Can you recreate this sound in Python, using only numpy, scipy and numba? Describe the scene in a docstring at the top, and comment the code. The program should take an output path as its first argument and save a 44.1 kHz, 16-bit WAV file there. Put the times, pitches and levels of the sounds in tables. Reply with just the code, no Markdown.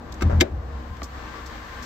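"""In the footwell of a parked vehicle with its door open, a parking brake is released. The latch snaps,
the pedal judders upward with a boom and a scrape of cable, and clunks against its stop, knocking the
dash panel. Light clicks follow, and the outdoor noise brightens as the microphone backs out.
Its automatic volume control turns the sound down briefly after the clunk."""
import sys
import numpy as np
from scipy import signal
from scipy.fft import rfft, irfft
from scipy.io import wavfile
from numba import njit

SR = 44100
rng = np.random.default_rng(int(sys.argv[2]) if len(sys.argv) > 2 else 0)


def digitize_waveform(pressure):
    """Quantize a signal to 16-bit integers and store it at the path in sys.argv[1].

    Rows of a 2-D input are taken as channels; values are limited to [-1, 1].
    """
    field = np.atleast_2d(pressure).T
    bounded = np.clip(field, -1, 1)
    quanta = np.round(bounded * 32767).astype(np.int16)
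    wavfile.write(sys.argv[1], SR, quanta)


N = 81585
T = np.arange(N) / SR
FREQS = np.maximum(np.fft.rfftfreq(N, 1 / SR), 1)
SIDES = np.array([[.5], [-.5]])  # half to the left, the opposite half to the right


def undb(db):
    """Turn decibels into a number to multiply by."""
    return 10 ** (np.asarray(db) / 20)


def curve(points):
    """Loudness over time, joining (time [s], level [dB]) points."""
    return undb(np.interp(T, *np.array(points).T))


def shape(points):
    """Loudness from bass to treble, joining (frequency [Hz], level [dB]) points."""
    hz, db = np.array(points).T
    return undb(np.interp(np.log(FREQS), np.log(hz), db))


def noise(spectrum=1, pan=None, alike_below_hz=827):
    """Stereo noise of strength one; left and right are alike in the bass and differ in the treble."""
    common, side = rfft(rng.standard_normal((2, N)))
    apart = np.pi / 4 * FREQS / np.hypot(FREQS, alike_below_hz)
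    both = spectrum * (np.cos(apart) * common + 2 * SIDES * np.sin(apart) * side)
    x = irfft(both * (1 if pan is None else shape(pan) ** SIDES), N)
    return x / x.std()


def wobble(rate_hz):
    """A smooth random wobble of typical size one."""
    x = irfft(rfft(rng.standard_normal(N)) * np.exp(-(FREQS / rate_hz) ** 2) * (FREQS > 1), N)
    return x / x.std()


def fade(start, t60, rise_s=.00046):
    """A quick rise, then a fade; t60 is the fade time, the seconds it takes to drop 60 dB."""
    age = np.maximum(T - start, 0)
    return -np.expm1(-age / rise_s) * np.exp(-np.log(1000) * age / t60)


def ring(hits, hz, t60, rise_s=.00033):
    """One tone of an object, set ringing by each (time [s], level [dB]) hit."""
    return sum(undb(db) * fade(s, t60, rise_s) * np.sin(2 * np.pi * hz * (T - s)) for s, db in hits)


def soften(x, push_s):
    """A push that lasts a while makes little treble."""
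    return irfft(rfft(x) / (1 + 1j * FREQS * push_s) ** 2, N)


# tone colour of the outdoor noise (frequency [Hz], relative level [dB])
OUTDOOR_COLOUR = [(130, 1.5), (230, -0.5), (390, -5.5), (470, -3.5), (620, -4.5), (1100, 0), (1400, -3),
                  (1750, -4), (2600, -12.5), (4300, -15.5), (7000, -22.5), (15500, -44)]
# which side it comes from (frequency [Hz], left over right [dB])
OUTDOOR_BALANCE = [(100, 11), (250, 2.5), (600, 7.5), (1200, 2.5), (2000, 8.5), (4000, 6), (6500, -1.5),
                   (12000, 3)]
# its loudness (time [s], level [dB])
OUTDOOR_LOUDNESS = [(0, -39), (.2, -37.5), (.55, -35.5), (.9, -41), (1.2, -40.5), (1.5, -40.5),
                    (1.85, -40.5)]
# narrow hums within it (pitch [Hz], level [dB])
HUMS = [(221, -55.5), (244, -53.5), (312, -54), (468, -53.5), (1046, -50.5), (1150, -50.5), (1577, -54.5),
        (1760, -56)]
# how much treble reaches the microphone (time [s], level change [dB])
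TREBLE_LET_IN = [(0, -12.5), (.2, -7), (.55, -15), (.9, -5), (1.25, -1.5), (1.85, 2)]
def outdoors(hum_width_hz=8, flutter_db=1, bass_cut_hz=90, treble_hz=940):
    """Distant traffic and machinery sound muffled inside the cabin and brighter outside."""
    bass_cut = FREQS ** 2 / (FREQS ** 2 + bass_cut_hz ** 2)
    air = noise(shape(OUTDOOR_COLOUR) * bass_cut, OUTDOOR_BALANCE) * curve(OUTDOOR_LOUDNESS)
    hum = sum(undb(db) * noise(1 / (1 + ((FREQS - hz) / hum_width_hz) ** 2), OUTDOOR_BALANCE)
              for hz, db in HUMS)
    air = (air + hum) * undb(flutter_db * wobble(rate_hz=9))
    muffled = irfft(rfft(air) / (1 + (FREQS / treble_hz) ** 4), N)
    return muffled + (air - muffled) * curve(TREBLE_LET_IN)


# tone colour of the rumble (frequency [Hz], relative level [dB])
RUMBLE_COLOUR = [(20, -35), (33, 13.5), (45, -2), (63, 20.5), (80, 9), (100, -1), (140, -2), (250, -45.5)]
# its loudness (time [s], level [dB])
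RUMBLE_LOUDNESS = [(0, -38.5), (.5, -31.5), (.8, -38), (.92, -35.5), (.98, -36.5), (1.22, -40),
                   (1.5, -40.5), (1.85, -41.5)]
def rumble():
    """A deep outdoor noise swells and sinks."""
    return noise(shape(RUMBLE_COLOUR)) * curve(RUMBLE_LOUDNESS)


def hiss(level_db=-59.5):
    """A faint hiss grows as the microphone leaves the cabin."""
    return undb(level_db) * noise() * curve(TREBLE_LET_IN)


# light clicks and knocks of trim and door, plus the latch's low knock at 0.221 s (time [s], level [dB], centre
# pitch [Hz], fade time [s])
SMALL_CLICKS = [(0.1222, -36.5, 5560, 0.014), (0.124, -35.5, 4640, 0.029), (0.141, -42, 6340, 0.035),
                (0.221, -25, 190, 0.16), (.968, -42, 3700, 0.017), (1.019, -21, 1110, 0.011),
                (1.017, -37, 3000, 0.0072), (1.02, -31, 224, 0.091), (1.031, -34, 5100, 0.055),
                (1.041, -40, 6200, 0.079), (1.46, -43, 5100, 0.14), (1.824, -42.5, 5670, 0.31)]
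def clicks(db_per_octave=-13):
    """Each small contact is a burst of noise, strongest at its centre pitch."""
    return sum(undb(db) * fade(s, t60) * noise(undb(db_per_octave * abs(np.log2(FREQS / hz))))
               for s, db, hz, t60 in SMALL_CLICKS)


# tone colour of steel hitting steel (frequency [Hz], relative level [dB])
CRACK_COLOUR = [(400, 1), (1000, -18), (2200, 6), (3400, 1.5), (5300, 2), (6800, -0.5), (7800, -2.5),
                (9000, -2), (15500, -15.5)]
# tone colour of the footwell's echo (frequency [Hz], relative level [dB])
ECHO_COLOUR = [(150, 2.5), (350, 11), (580, 5), (1000, -12.5), (1600, -8), (4000, -25), (8000, -37),
               (16000, -61)]
# which side footwell sounds come from (frequency [Hz], left over right [dB])
FOOTWELL_BALANCE = [(100, 1.5), (350, 5), (600, 12), (1200, 2), (2500, 4.5), (3800, 13), (5000, -1),
                    (12000, -2.5)]
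def steel(pulses, tones, crack_db=-12, echo_db=-20):
    """A quick run of metallic sounds: each cracks, keeps the steel ringing and echoes in the footwell."""
    def burst(t60, rise_s=.0005):
        """The pulses' energies add up and fade together."""
        return np.sqrt(sum((undb(db) * fade(s, t60, rise_s)) ** 2 for s, db in pulses))

    crack = undb(crack_db) * burst(t60=.034) * noise(shape(CRACK_COLOUR), FOOTWELL_BALANCE)
    echo = undb(echo_db) * burst(t60=.24, rise_s=.012) * noise(shape(ECHO_COLOUR), FOOTWELL_BALANCE)
    loudest_s = max(pulses, key=lambda pulse: pulse[1])[0]
    ringing = sum(undb(db + pan * SIDES) * burst(t60) * np.sin(2 * np.pi * hz * (T - loudest_s))
                  for hz, db, t60, pan in tones)
    return ringing + crack + echo


# contacts of the latch (time [s], level [dB])
LATCH_CONTACTS = [(.209, -24.5), (.2135, -27.5), (.2195, -21), (.222, -14)]
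# its ringing tones (pitch [Hz], level [dB], fade time [s], left over right [dB])
LATCH_TONES = [(930, -16, .025, 4), (1170, -13, .05, 3), (1270, -12, 0.06, 2), (1380, -12, .025, 4),
               (1560, -9, 0.03, 4), (2160, -16, 0.05, 6), (2650, -12, 0.025, 7), (3850, -23, 0.04, 3),
               (5850, -26, 0.04, -2)]
def latch():
    """The steel latch scrapes, then lets go with a snap."""
    return steel(LATCH_CONTACTS, LATCH_TONES)


# loudness of the sliding cable (time [s], level [dB])
CABLE_LOUDNESS = [(.21, -55), (.235, -35), (.27, -37), (.295, -41), (.299, -27.5), (.32, -26.5),
                  (.34, -31.5), (.365, -34), (.4, -35), (.44, -60)]
# its tone colour (frequency [Hz], relative level [dB])
CABLE_COLOUR = [(120, 9), (300, 3.5), (620, 3), (850, 2), (1200, -4), (1600, -4), (2500, -20), (4000, -30),
                (6000, -28), (12000, -47)]
def cable(slips_per_s=160, unevenness=.35, fade_cycles=.7):
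    """The cable sticks and slips in its sleeve, a dull rasp while the pedal travels."""
    moving = (T > CABLE_LOUDNESS[0][0]) & (T < CABLE_LOUDNESS[-1][0])
    slip_rate = slips_per_s * np.exp(unevenness * wobble(rate_hz=120))
    cycle = np.cumsum(slip_rate) / SR % 1  # climbs from 0 to 1 between slips
    slips = np.exp(-cycle / fade_cycles) * noise()
    rasp = irfft(rfft(slips) * shape(CABLE_COLOUR) * shape(FOOTWELL_BALANCE) ** SIDES, N)
    return moving * curve(CABLE_LOUDNESS) * rasp / rasp.std()


# blows on the dash panel (time [s], level [dB])
PANEL_BLOWS = [(.2165, -23), (.2218, -15.5), (.4142, -7), (.4171, 0), (.4281, -11), (.4425, -21)]
# its ringing tones (pitch [Hz], level [dB], fade time [s], left over right [dB])
PANEL_TONES = [(275, -13, .06, 4), (360, -4, .046, 1), (516, -10, .08, 11), (640, -14, .08, 8),
               (770, -18, .12, 12), (850, -20, .08, 9)]
def panel():
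    """The dash panel takes the blows with a hollow knock."""
    knock = sum(undb(db + pan * SIDES) * ring(PANEL_BLOWS, hz, t60) for hz, db, t60, pan in PANEL_TONES)
    return soften(knock, push_s=.0008)


# the pedal jerks upward, then settles (time [s], level [dB])
PEDAL_JERKS = [(.221, -15), (.2322, -9), (.2555, -2.5), (.3035, -16), (.3275, -4.5), (.3512, -8),
               (.376, -5), (.5185, -13), (.5775, -18), (.731, -27), (.884, -25), (.908, -21)]
# deep tones of the floor and cabin (pitch [Hz], level [dB], fade time [s])
FLOOR_TONES = [(61.3, -4, 0.064), (76.7, -5, 0.24), (116.4, -12.5, 0.17), (147, -16, 0.11),
               (208.1, -16.5, 0.15), (309, -26, 0.29)]
def floor_boom(low_cut_hz=30):
    """The pedal and its linkage move in jerks that build up a boom in the floor."""
    boom = sum(undb(db) * ring(PEDAL_JERKS, hz, t60, rise_s=.0064) for hz, db, t60 in FLOOR_TONES)
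    boom = soften(boom, push_s=.0019)
    low_cut = (1 - np.exp(-(FREQS / low_cut_hz) ** 2)) ** 2
    return irfft(rfft(boom) * low_cut * shape(FOOTWELL_BALANCE) ** SIDES, N)


# a faint metallic lead-in (first two rows), then the pedal's hits on its stop (time [s], level [dB])
CLUNK_PULSES = [(.4025, -15), (.4055, -14), (.4081, 2), (.4106, -1), (.4125, -4), (.4175, -14), (.423, -18)]
# ringing tones of the pedal's bracket (pitch [Hz], level [dB], fade time [s], left over right [dB])
BRACKET_TONES = [(1254, -28, .05, 2), (1535, -24, .06, 2), (1710, -22, .06, 10), (2094, -15, .042, 8),
                 (2185, -17, .04, 3), (2350, -21, .05, 10), (2620, -22, .04, 5), (2976, -21, .04, 5),
                 (3135, -22, .035, 12), (3640, -19, .04, 8), (3830, -21, .045, 12), (4470, -25, .035, 0),
                 (4863, -22, .035, -3), (5211, -23, .035, 0), (5986, -26, .04, 0)]
def pedal_clunk():
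    """After a faint metallic lead-in, the pedal strikes its stop and rattles, ringing its bracket."""
    return steel(CLUNK_PULSES, BRACKET_TONES)


def trim_tap(time_s=1.0187, level_db=-31, left_over_right_db=4):
    """A piece of the cabin's trim is tapped and rings briefly."""
    return undb(left_over_right_db * SIDES) * ring([(time_s, level_db)], hz=1140, t60=.05)


# how far the left side's wave runs ahead of the right's (frequency [Hz], lead [radians])
LEFT_LEAD = [(80, 0), (370, .5), (510, 2.2), (800, 2.7), (1100, .3), (1700, -.3), (2100, -1.2),
             (2800, -2.8), (3900, -.2), (5000, -1.3)]
def out_of_step(x):
    """Footwell sounds reach the microphone's two openings slightly out of step."""
    lead = np.interp(FREQS, *np.array(LEFT_LEAD).T)
    return irfft(rfft(x) * np.exp(1j * SIDES * lead), N)


def scene():
    """The brake and the small clicks, over the outdoor noise."""
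    brake = latch() + cable() + panel() + floor_boom() + pedal_clunk()
    return out_of_step(brake) + clicks() + trim_tap() + outdoors() + rumble() + hiss()


@njit
def follow(x, rise_s, fall_s):
    """Track how loud the sound is, rising and falling at separate speeds."""
    out, level = np.empty(len(x)), 0.
    for i in range(len(x)):
        level += (x[i] - level) / (SR * (rise_s if x[i] > level else fall_s))
        out[i] = level
    return out


# tone colour of the microphone, with a dip in the treble (frequency [Hz], level change [dB])
MIC_COLOUR = [(8000, 0.5), (9800, -26), (10800, -17), (12000, 2), (15500, -1.5)]
def record(dry):
    """The microphone colours the treble, turns loud sounds down, rounds peaks and cuts the very top."""
    limit_db, ratio, top_hz = -11.5, 2.8, 15500
    coloured = irfft(rfft(dry) * shape(MIC_COLOUR), N)
    level = follow(abs(coloured).max(axis=0), rise_s=.0036, fall_s=.29)
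    turned_down = coloured * np.maximum(level / undb(limit_db), 1) ** (1 / ratio - 1)
    rounded = turned_down / (1 + turned_down ** 4) ** .25
    return signal.sosfilt(signal.ellip(8, .2, 70, top_hz, fs=SR, output="sos"), rounded)


dry = scene()
out = record(dry)
digitize_waveform(out)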